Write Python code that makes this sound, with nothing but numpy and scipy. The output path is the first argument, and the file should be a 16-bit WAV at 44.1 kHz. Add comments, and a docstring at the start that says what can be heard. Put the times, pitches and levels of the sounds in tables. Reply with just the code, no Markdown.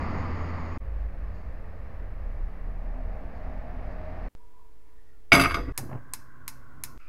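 """Quiet town street, in two passages, then a small kitchen, in three; all joined by quick cuts.
Street: coloured-noise traffic, engines as harmonics of a firing rate, soles scuffing the pavement.
Kitchen: a pan lands on the steel grate of a gas hob (noise blows, ringing modes) and rattles to rest.
The igniter snaps four times (noise cracks that ring the steel); the first spark lights the burner with
a soft whoosh, and the flame hisses on (low roar, gas noise in the burner tube's resonances)."""
import sys
import numpy as np
from scipy import signal
from scipy.fft import rfft, irfft, next_fast_len
from scipy.io import wavfile
from scipy.ndimage import map_coordinates

SR = 44100
rng = np.random.default_rng(int(sys.argv[2]) if len(sys.argv) > 2 else 0)


def pcm_store(signal):
    """Save signal as 16-bit PCM."""
    levels = np.round(np.clip(np.atleast_2d(signal), -1, 1) * 32767)
    wavfile.write(sys.argv[1], SR, levels.astype(np.int16).T)


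N = 312448

# Passages: (start [s], end [s], fade-in [s], fade-out [s])
BUSY_SPAN = (-.1, .778, .01, .002)
CALM_SPAN = (.8, 4.286, .01, .001)
PAN_SPAN = (4.351, 5.723, .00005, .00005)
FLAME_SPAN = (5.728, 6.977, .018, .00006)
LAST_SPAN = (6.988, 7.2, .012, .002)
SPANS = (BUSY_SPAN, CALM_SPAN, PAN_SPAN, FLAME_SPAN, LAST_SPAN)

# Noise spectra of street traffic and low rumble: (frequency [Hz], relative density [dB])
BUSY_SPECTRUM = [(25, -4.5), (85, -7), (115, -10.5), (232, -12.5), (390, -20), (900, -20), (1190, -17.5),
                 (1480, -28.5), (2000, -25), (3300, -47), (3950, -49.5), (4700, -41.5), (6000, -59),
                 (11000, -81)]
CALM_SPECTRUM = [(65, -15), (110, -1.5), (178, -9), (198, -4), (371, -11), (611, -8), (1000, -15),
                 (1140, -12.5), (1400, -19), (1810, -16), (2600, -26.5), (3270, -38), (4810, -40),
                 (6340, -50.5), (9000, -67), (11700, -73), (19800, -120)]
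RUMBLE_SPECTRUM = [(11, -38), (18, -7), (27, 7), (43, 1), (64, -2), (91, -2.5), (113, -26.5), (130, -12),
                   (170, -64), (290, -120)]
# Noise spectra of flame roar, ignition whoosh and kitchen air: (frequency [Hz], relative density [dB])
ROAR_SPECTRUM = [(30, -14), (80, 1), (135, -6), (175, -14), (260, -7.5), (400, -18.5), (550, -19.5),
                 (900, -25.5), (2500, -76)]
WHOOSH_SPECTRUM = [(130, -39), (220, -3), (312, -33), (348, 10), (453, -4), (582, 5.5), (1110, -1),
                   (1600, -10), (3000, -24.5), (3900, -63), (6600, -120)]
ROOM_SPECTRUM = [(20, -10.5), (45, -15), (80, -24), (170, -41), (270, -34), (400, -39), (650, -42.5),
                 (1000, -44), (1400, -47.5), (1900, -48), (3000, -55.5), (15000, -64.5)]
# Noise spectra of the pan's blow, the hollow hob and the spark: (frequency [Hz], relative density [dB])
CLANK_SPECTRUM = [(300, -21), (850, -9.5), (1250, 8.5), (1750, -6), (2300, 1.5), (3100, -9), (3500, -9.5),
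                  (4300, -21), (4900, -4), (5500, -33.5), (6400, -23.5), (8700, -36), (11500, -28),
                  (16000, -37.5)]
HOB_SPECTRUM = [(20, -16), (45, 2.5), (85, -18.5), (125, -4.5), (185, -5), (228, -16.5), (275, -0.5),
                (370, -12), (520, -15), (800, -17), (1500, -19), (4000, -66.5)]
SNAP_SPECTRUM = [(150, -20), (650, -14), (1050, 7), (1300, -5), (1600, -1), (2200, 3), (3200, -12),
                 (4080, -0.5), (4450, -7.5), (5100, 2.5), (5900, -4), (6750, 0.5), (7600, -9.5), (8300, 1),
                 (9700, -7), (10900, 4.5), (11800, -1), (12500, -1.5), (13350, -10), (13750, -5.5),
                 (15000, -6), (16500, -24)]
# Envelope of the steel modes a spark rings: (frequency [Hz], relative level [dB])
SPARK_RING_SPECTRUM = [(1000, 7.5), (3200, -3.5), (4800, 2.5), (8000, -6), (11500, -9), (15000, -18)]

# Resonances of car tyres and a thin high traffic hiss: (frequency [Hz], width [Hz], relative level [dB])
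TYRE_PEAKS = [(253.7, 6.2, 5), (625, 3.7, 5), (686, 138, -4.5)]
SQUEAL_PEAKS = [(6500, 93, 0), (6780, 120, 2)]
# Resonances of pavement scuffs: (frequency [Hz], width [Hz], relative level [dB])
SCUFF_PEAKS = [(4600, 380, 6), (6700, 420, -5)]
# Resonances of the burner tube, at first and settled: (frequency [Hz], width [Hz], relative level [dB])
JET_PEAKS = [(1110, 52, -4), (1050, 75, 0), (1350, 130, -10), (1980, 190, -14)]
SETTLED_JET_PEAKS = [(1290, 130, 3.5), (1500, 135, -2), (2050, 200, -14), (2480, 230, 1), (4900, 670, -18)]
# Pan dragging, and its weight on the springy hob: (frequency [Hz], width [Hz], relative level [dB])
GROAN_PEAKS = [(276, 16, 4.5), (399, 50, -9.5), (495, 22, -15), (676, 17, -16), (1147, 50, -14),
               (1515, 230, -22.5), (1940, 33, -15.5), (2126, 25, -20), (2540, 87, -27.5)]
ROCKING_PEAKS = [(48, 15, 1), (121, 6.8, -10)]

# Engine slowing to idle, then picking up a little: (time [s], mean firing rate [Hz])
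ENGINE_SPEED = [(.8, 54), (1.13, 49.66), (1.6, 48.27), (2.3, 33.77), (3.4, 35.18), (4.3, 40.94)]
# How hard the engine labours: (time [s], mean level [dB])
ENGINE_LOAD = [(.8, -41), (.88, -31.5), (1.07, -29.5), (1.12, -42), (1.25, -33.5), (1.42, -46),
               (1.9, -39.5), (2.35, -37.5), (2.72, -32), (3.1, -35.5), (3.3, -44), (3.8, -43), (4.2, -40)]
# Far machine's harmonics: (multiple of its rate, mean level [dB])
HUM_ORDERS = [(2, -57.5), (5, -66), (6, -65.5), (7, -73.5), (8, -81)]
# Pavement scuffs and pan drags: (peak [s], rise per 20 dB [s], fall per 20 dB [s], level [dB])
SCUFFS = [(1.36, .1, 0.24, -73.5), (3.35, .02, 0.12, -75), (3.92, .15, .2, -77)]
DRAGS = [(5.35, 0.034, 0.29, -33.5), (5.595, 0.077, 0.06, -37), (5.69, 0.072, 0.069, -38.5)]
# Faint whirs and rustles: (peak [s], rise per 20 dB [s], fall per 20 dB [s], level [dB],
# frequency at peak [Hz], width [Hz], glide [Hz/s])
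WHIRS = [(4.43, 0.059, 0.048, -61, 970, 25, -100), (4.6, 0.17, 0.19, -60.5, 987, 45, 1),
         (4.86, 0.12, 0.23, -66, 970, 42, 150), (4.87, .1, 0.22, -74.5, 1950, 280, 3),
         (4.99, 0.05, 0.1, -71.5, 1830, 70, -1), (5.09, .06, 0.15, -71, 1880, 71, -600),
         (5.145, .05, 0.11, -73.5, 1400, 50, -1300)]
# Flame catches, runs round the ring, closes it: (peak [s], rise per 20 dB [s], fall per 20 dB [s],
# whoosh level [dB], roar level [dB])
PUFFS = [(5.783, 0.0058, 0.066, -42, -42.5), (5.838, 0.066, 0.13, -70, -39.5),
         (5.893, 0.003, 0.037, -46, -46), (5.916, 0.0069, 0.032, -44, -47), (5.931, .005, 0.023, -44, -37),
         (5.948, .005, 0.023, -42, -39), (5.956, 0.003, 0.05, -43.5, -42)]
# Igniter: (time [s], spark gain [dB], most resonant pitch of the crack [Hz], tilt [dB/octave])
SPARKS = [(5.7767, -25.5, 2080, 1.5), (6.1359, -29.5, 8350, 0), (6.4792, -29.5, 12450, 0.2),
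          (6.837, -29, 10800, 0.5)]
# Pan strikes on the grate: (time [s], thud [dB], grate ring [dB], pan ring [dB], rim clink [dB], sheen [dB])
CONTACTS = [(5.3193, -15.5, -11.5, -1, -8, -11.5), (5.3292, -18.5, -11, -20, -5, -7.5),
            (5.336, -26, -25, -13, -17, -12), (5.35, -18, -12, -15, -8, -6),
            (5.365, -25, -23, -16, -28, -19), (5.377, -22.5, -20, -26, -28, -32.5),
            (5.396, -25.5, -13, -14, -11.5, -7.5), (5.402, -26.5, -28, -20, -15.5, -15),
            (5.412, -29, -22, -16.5, -13, -6.5), (5.422, -25, -24, -23, -25, -22),
            (5.436, -28.5, -21, -16.5, -19, -17.5), (5.446, -32.5, -20, -21, -20, -29.5),
            (5.4557, -28, -15, -15, -30, -33), (5.496, -46, -28, -37, -29, -29.5),
            (5.509, -47, -20.5, -26, -29, -32), (5.517, -39, -28, -31, -33, -28),
            (5.5426, -31, -17, -23.5, -16, -23), (5.552, -45, -29, -34, -39, -30),
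            (5.57, -31, -26, -43, -42, -41), (5.579, -34.5, -37, -47, -57, -55),
            (5.683, -40, -48, -48, -52, -63)]
# Pan-and-grate modes: (frequency [Hz], mean relative level [dB], undamped T60 [s])
STEEL_MODES = [(275, -4, 0.6), (415, -9.5, 0.48), (592, -11, 0.46), (686.5, -6.5, 0.9), (848, -19.5, 0.42),
               (1066, -14, 0.56), (1135, -8, .25), (1233, -7.5, 0.32), (1248, -9.5, 0.29), (1435, -9, 0.23),
               (1452, -7.5, 0.25), (1577, -9, 0.2), (1626, -14, 0.24), (1879, -15, 0.5), (2060, -17.5, .4),
               (2084, -13.5, 0.33), (2140, -11, 0.35), (2194, -6.5, 0.45), (2244, -3.5, 0.2),
               (2450, -16, 0.17), (2651, -10, 0.43), (2830, -16, 0.27), (3375, -17.5, 0.3),
               (3680, -18, 0.2), (4030, -22.5, 0.22), (4700, -12.5, .22), (4850, -11, 0.2),
               (4910, -19.5, 0.22), (5140, -22, .35), (5910, -20.5, 0.3), (6270, -25, 0.363),
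               (6340, -24, 0.35), (7350, -30.5, 0.36), (7784, -30.5, .4), (8000, -28, 0.24),
               (8340, -27.5, 0.35), (9240, -25, 0.25), (9330, -22.5, .2), (10790, -15.5, 0.2),
               (11100, -24, 0.16), (11340, -22, 0.62), (12000, -27.5, .25), (13230, -35.5, .45),
               (13950, -33, .35), (14720, -35, .4), (15100, -39.5, 0.4)]
# Kitchen reverberation: (frequency [Hz], T60 [s])
KITCHEN_T60 = [(100, 0.2), (1000, 0.094), (5000, 0.43), (10000, 0.3), (14000, 0.46)]

# Street
BUSY_DB, RECEDE_DB_PER_S = -31, 7.5
TRAFFIC_DB, RUMBLE_DB = -50.5, -37.5
NEAR_S, NEAR_DB_PER_S = 2.77, 3.5  # a distant car's wash grows from NEAR_S on
TYRE_DB, TYRES_FULL_S, TYRE_DB_PER_S = -48.5, 2.984, 26
HUM_HZ = 88.4
# Burner
FLAME_DB, FLAME_GROWS_S, FLAME_GROWS_DB_PER_S = -56, 6.48, 9.5
JET_DB, JET_WHISTLE_DB = -60.5, -62
JET_WHISTLE_HZ, JET_WHISTLE_WIDTH_HZ, JET_GLIDE_HZ_PER_S = 1495, 125, -200  # pitch at FLAME_GROWS_S
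THUMP_HZ, THUMP_T60_S, THUMP_OVER_ROAR_DB = 109, .08, 6
# Igniter
CRACK_DB, CRACK_T60_S = 8.5, 0.0055
SCATTER_DB, SCATTER_T60_S = -4.5, 0.077
ALIKE_POWER_SHARE = 0.82  # part of crack and scatter that repeats from spark to spark
EDGE_DB, EDGE_WIDTH_HZ = 9, 300
SPARK_RING_DB, SPARK_RING_T60_S = -21.5, 0.29
# Pan
ROCK_DB, ROCK_RISE_S, ROCK_FALL_S = -29.5, 0.034, 1.6
RATTLE_DB, RATTLE_FALL_S, RATTLE_PER_S = -28.5, 0.061, 590
CROWD_SPACING_HZ, CROWD_DB, CROWD_T60_S = 55.3, -19, 0.12  # weak modes of thin steel
CROWD_LOWEST_HZ = 800
CHOKE_DB_PER_S2 = 679.5  # ringing is choked ever faster as the grate takes the weight
BEND_SHARE, BEND_S = .011, .025  # each contact bends the modes off pitch
CONTACT_LOSS_DB_AT_5KHZ = 7
# Recorder
TOP_HZ = 15800


def amp(db):
    """Decibels to gain."""
    return 10 ** (np.asarray(db) / 20)


def unit(x):
    """Scaled to rms 1."""
    return x / np.sqrt(np.mean(x ** 2) + 1e-20)


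def clock():
    """Time of every sample, s."""
    return np.arange(N) / SR


def along(points, hz):
    """(frequency, value) points interpolated on a log-frequency axis."""
    point_hz, values = np.transpose(points)
    return np.interp(np.log(hz + 1), np.log(point_hz + 1), values)


def curve(rows):
    """(time, value) rows interpolated to every sample."""
    times_s, values = np.transpose(rows)
    return np.interp(clock(), times_s, values)


def wobble(knots_per_s):
    """Smooth random curve."""
    knots = rng.standard_normal(int(N * knots_per_s / SR) + 4)
    return map_coordinates(knots, [np.arange(N) * knots_per_s / SR])


def swells(rows):
    """Summed gain of (peak s, rise s, fall s, dB) swells; rise and fall are the times for 20 dB."""
    t = clock()
    return sum(amp(db - 20 * np.maximum((peak_s - t) / rise_s, (t - peak_s) / fall_s))
               for peak_s, rise_s, fall_s, db in rows)


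def passage(span):
    """Gain 1 during a passage, 0 outside, with linear fades."""
    start_s, end_s, fade_in_s, fade_out_s = span
    t = clock()
    return np.clip(np.minimum((t - start_s) / fade_in_s, (end_s - t) / fade_out_s), 0, 1)


def add(track, time_s, sound):
    """Mix a sound into the track at time_s."""
    part = track[round(time_s * SR):][:len(sound)]
    part += sound[:len(part)]


def filtered(x, response):
    """x through a frequency response."""
    size = next_fast_len(len(x) + SR // 4)
    spectrum = rfft(x, size) * response(np.fft.rfftfreq(size, 1 / SR))
    return irfft(spectrum, size)[:len(x)]


def noise(spectrum, size=N):
    """Coloured noise of rms 1."""
    return unit(filtered(rng.standard_normal(size), lambda hz: amp(along(spectrum, hz))))


def gritty(spectrum, size, bursts_per_s):
    """Rough coloured noise of rms 1: tiny irregular bursts over a steady floor."""
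    hits = (rng.random(size) < bursts_per_s / SR) * rng.exponential(1, size)
    envelope = signal.lfilter([1], [1, -np.exp(-1 / (0.0016 * SR))], hits) + 0.49
    return unit(filtered(envelope * rng.standard_normal(size), lambda hz: amp(along(spectrum, hz))))


def resonant(peaks):
    """Noise of rms 1 in summed resonances."""
    def response(hz):
        return sum(amp(db) / (1 + ((hz - peak_hz) / width_hz) ** 2) for peak_hz, width_hz, db in peaks)
    return unit(filtered(rng.standard_normal(N), response))


def gliding(hz, width_hz, glide_hz_per_s, time_s):
    """Narrow noise of rms near 1, passing through hz at time_s."""
    band = signal.hilbert(resonant([(hz, width_hz, 0)]), next_fast_len(N))[:N]
    return np.real(band * np.exp(1j * np.pi * glide_hz_per_s * (clock() - time_s) ** 2))


def tone(hz):
    """Sine of rms 1 on a pitch curve, random phase."""
    return np.sqrt(2) * np.sin(2 * np.pi * (np.cumsum(hz) / SR + rng.random()))


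def crowd(spectrum, size, spacing_hz):
    """Many weak undamped steel modes at rms 1; a circular shift gives the same modes in new phases."""
    hz = np.fft.rfftfreq(size, 1 / SR)
    chance, phase = rng.random((2, len(hz)))
    present = (chance < hz[1] / spacing_hz) * (hz > CROWD_LOWEST_HZ)
    strength = present * rng.rayleigh(1, len(hz)) * amp(along(spectrum, hz))
    return unit(irfft(strength * np.exp(2j * np.pi * phase), size))


def room(x):
    """Kitchen reverberation: each frequency of a noise tail dies at its own speed."""
    hz, t, bins = signal.stft(rng.standard_normal(SR // 2), SR, nperseg=256)
    decay = amp(-60 * t / along(KITCHEN_T60, hz)[:, None])
    tail = signal.istft(bins * decay, SR, nperseg=256)[1]
    delayed = np.pad(tail, (SR // 300, 0))
    return signal.fftconvolve(x, delayed / np.linalg.norm(tail))[:len(x)]


def background():
    """Kitchen air noise, an appliance's hum while the pan lands, faint hiss throughout."""
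    indoors = passage(PAN_SPAN) + passage(FLAME_SPAN) + passage(LAST_SPAN)
    air = amp(-54.0 + 0.92 * wobble(3.0)) * noise(ROOM_SPECTRUM)
    hum = amp(-70.5) * tone(436 * (1 + .002 * wobble(7)))
    hiss = amp(-72.5) * noise([(100, 18.5), (5000, -5.0), (15000, -3.5)])
    return air * indoors + hum * passage(PAN_SPAN) + hiss


def busy_street():
    """Receding traffic wash, thin high hiss, and one engine's firing rate with its third harmonic."""
    wash = amp(BUSY_DB - RECEDE_DB_PER_S * clock() + 0.39 * wobble(12.2)) * noise(BUSY_SPECTRUM)
    squeal = amp(-75.0 + 3.5 * wobble(11)) * resonant(SQUEAL_PEAKS)
    firing_hz = 83.5 * (1 + 0.0013 * wobble(9.1))
    harmonics = tone(firing_hz) + amp(-13.0) * tone(3 * firing_hz)
    drone = amp(-35.0 + 0.31 * wobble(7.8)) * harmonics
    return (wash + squeal + drone) * passage(BUSY_SPAN)


def calm_street():
    """Far traffic noise, a slowing engine's harmonics, machine hum, and swelling tyre resonances."""
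    t = clock()
    near_db = NEAR_DB_PER_S * np.maximum(t - NEAR_S, 0)
    wash = amp(TRAFFIC_DB + near_db + .5 * wobble(8)) * noise(CALM_SPECTRUM)
    rumble = amp(RUMBLE_DB + 0.63 * wobble(7.1)) * noise(RUMBLE_SPECTRUM)
    tyres = amp(TYRE_DB - TYRE_DB_PER_S * np.maximum(TYRES_FULL_S - t, 0)) * resonant(TYRE_PEAKS)
    firing_hz = curve(ENGINE_SPEED) * (1 + 0.0096 * wobble(12.0))
    load = amp(curve(ENGINE_LOAD) + 1.6 * wobble(18))
    engine = load * (tone(firing_hz) + amp(-24.0) * tone(2 * firing_hz))
    hum_hz = HUM_HZ * (1 + .003 * wobble(5))
    hum = sum(amp(db + 3.5 * wobble(3.01)) * tone(order * hum_hz) for order, db in HUM_ORDERS)
    return (wash + rumble + tyres + engine + hum) * passage(CALM_SPAN)


def walker():
    """Soles scuff the pavement: swells of resonant high noise."""
    return swells(SCUFFS) * resonant(SCUFF_PEAKS) * passage(CALM_SPAN)


def whirs():
    """Faint, wavering narrow-band noises that glide a little in the quiet kitchen."""
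    out = np.zeros(N)
    for peak_s, rise_s, fall_s, db, hz, width_hz, glide_hz_per_s in WHIRS:
        out += swells([(peak_s, rise_s, fall_s, db)]) * gliding(hz, width_hz, glide_hz_per_s, peak_s)
    return out * passage(PAN_SPAN)


def thumps():
    """Each puff pushes the air under the pan: a short decaying low sine."""
    out, t = np.zeros(N), np.arange(SR // 5) / SR
    envelope = amp(THUMP_OVER_ROAR_DB - 60 * t / THUMP_T60_S) * (1 - np.exp(-t / .002))
    push = np.sin(2 * np.pi * THUMP_HZ * t) * envelope
    for peak_s, *_, roar_db in PUFFS:
        add(out, peak_s, amp(roar_db) * push)
    return out


def burner():
    """Gas hisses in tube resonances, catches in sputtering puffs, burns with a low flutter."""
    t = clock()
    lit = t > SPARKS[0][0]
    steady = amp(FLAME_DB + FLAME_GROWS_DB_PER_S * np.maximum(t - FLAME_GROWS_S, 0))
    flame = lit * (steady + swells([(s, rise, fall, roar_db) for s, rise, fall, _, roar_db in PUFFS]))
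    flare = lit * swells([(s, rise, fall, whoosh_db) for s, rise, fall, whoosh_db, _ in PUFFS])
    roar = flame * amp(1.01 * wobble(9.1)) * noise(ROAR_SPECTRUM)
    throb_hz = 131 * (1 + 0.023 * wobble(23))  # air under the pan resonates
    throb = flame * amp(-2.5 + 0.9 * wobble(5.5)) * tone(throb_hz)
    whoosh = flare * gritty(WHOOSH_SPECTRUM, N, bursts_per_s=1300)
    hiss = (amp(JET_DB) + amp(-27) * flare) * resonant(JET_PEAKS)
    # upper tube resonance sinks steadily
    whistle = gliding(JET_WHISTLE_HZ, JET_WHISTLE_WIDTH_HZ, JET_GLIDE_HZ_PER_S, FLAME_GROWS_S)
    hiss += amp(JET_WHISTLE_DB) * whistle
    settled = amp(-60.5) * resonant(SETTLED_JET_PEAKS)
    catching = roar + throb + thumps() + whoosh + hiss
    return catching * passage(FLAME_SPAN) + settled * passage(LAST_SPAN)


def igniter():
    """Millisecond noise cracks, scattered along much the same paths, faintly ring steel and kitchen."""
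    size = SR // 2
    out, t = np.zeros(N), np.arange(size) / SR
    paths = noise(SNAP_SPECTRUM, size)
    weak_modes = crowd(SPARK_RING_SPECTRUM, size, spacing_hz=110)
    onset = 1 - np.exp(-t / 0.00049)
    for time_s, db, edge_hz, tilt_db in SPARKS:
        fresh = noise(SNAP_SPECTRUM, size)
        burst = np.sqrt(ALIKE_POWER_SHARE) * paths + np.sqrt(1 - ALIKE_POWER_SHARE) * fresh
        burst = filtered(burst, lambda hz: amp(tilt_db * np.log2((hz + 1) / 4000))) * onset
        crack = burst * amp(CRACK_DB - 60 * t / CRACK_T60_S)
        scatter = burst * amp(SCATTER_DB - 60 * t / SCATTER_T60_S)
        edge = filtered(crack, lambda hz: amp(EDGE_DB) / (1 + 1j * (hz - edge_hz) / EDGE_WIDTH_HZ))
        steel = np.roll(weak_modes, rng.integers(size)) * amp(SPARK_RING_DB - 60 * t / SPARK_RING_T60_S)
        reverb = amp(-16.5) * room(crack + scatter)
        add(out, time_s, amp(db) * (crack + edge + scatter + steel + reverb))
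    return out


def ring(size, split, damping_db_per_s):
    """Steel modes as beating pairs of random strength, bent by the contact and springing back."""
    hz, db, t60_s = np.transpose(STEEL_MODES)[:, :, None]
    t, out = np.arange(size) / SR, np.zeros(size)
    released = 1 - np.exp(-t / BEND_S)
    drained_db = CONTACT_LOSS_DB_AT_5KHZ * np.sqrt(hz / 5000) * released  # contact drains high modes most
    decay = amp(db - drained_db - (60 / t60_s + damping_db_per_s) * t)
    for partner in range(2):
        detune, strength, phase, bend = rng.standard_normal((4, len(hz), 1))
        bent_s = bend * BEND_SHARE * BEND_S * released  # integral of the fading bend
        cycles = hz * ((1 + split * detune) * t + bent_s) + phase
        out += np.sum(amp(3 * strength) * decay * np.sin(2 * np.pi * cycles), axis=0)
    return out


def strike(time_s, thud_db, grate_db, pan_db, rim_db, sheen_db, weak_modes):
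    """One contact: noise clank and chatter, ringing steel, and a thump of the hollow hob."""
    size = len(weak_modes)
    t = np.arange(size) / SR
    blow = amp(3.5 - 60 * t / 0.022) * noise(CLANK_SPECTRUM, size)
    chatter = amp(-10.0 - 60 * t / 0.084) * gritty(CLANK_SPECTRUM, size, bursts_per_s=610)
    damping = CHOKE_DB_PER_S2 * (time_s - CONTACTS[0][0] + t / 2)
    shimmer = np.roll(weak_modes, rng.integers(size)) * amp(CROWD_DB - (60 / CROWD_T60_S + damping) * t)
    metal = amp(-11.0) * ring(size, split=.0035, damping_db_per_s=damping) + shimmer + blow + chatter
    # weight of the blow drives low modes, hardness the high ones
    force = [(650, thud_db + 5.5), (1150, grate_db), (1550, grate_db),
             (2200, pan_db), (4800, rim_db), (10000, sheen_db)]
    metal = filtered(metal, lambda hz: amp(along(force, hz))) * (1 - np.exp(-t / 0.0011))
    thud = noise(HOB_SPECTRUM, size) * amp(thud_db - 60 * t / 0.2) * (1 - np.exp(-t / 0.0034))
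    return metal + thud


def pan():
    """Pan strikes and rebounds, rattles, drags on the grate and rocks to rest, with kitchen reverb."""
    out = np.zeros(N)
    weak_modes = crowd(CLANK_SPECTRUM, SR * 3 // 10, CROWD_SPACING_HZ)
    for contact in CONTACTS:
        add(out, contact[0], strike(*contact, weak_modes))
    landed_s = CONTACTS[0][0]
    fullest_s = landed_s + ROCK_RISE_S
    rocking = swells([(fullest_s, ROCK_RISE_S, ROCK_FALL_S, ROCK_DB)]) * resonant(ROCKING_PEAKS)
    rattle_gain = swells([(fullest_s, ROCK_RISE_S, RATTLE_FALL_S, RATTLE_DB)])
    rattle = rattle_gain * gritty(CLANK_SPECTRUM, N, RATTLE_PER_S)
    drag = swells(DRAGS) * resonant(GROAN_PEAKS)
    out += (drag + rocking + rattle) * (clock() > landed_s)
    return (out + amp(-11.5) * room(out)) * passage(PAN_SPAN)


def scene():
    """Street first, then the kitchen, over faint hiss; one channel."""
    street = busy_street() + calm_street() + walker()
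    kitchen = whirs() + burner() + igniter() + pan()
    return (background() + street + kitchen)[None]


def record(dry):
    """Recorder: rounded peaks, an offset in each passage so cuts tick softly, and a band limit."""
    offset = .014 * sum(passage(span) for span in SPANS)
    rounded = dry[0] / (1 + dry[0] ** 6) ** (1 / 6)
    return filtered(rounded + offset, lambda hz: hz < TOP_HZ)[None]


dry = scene()
out = record(dry)
pcm_store(out)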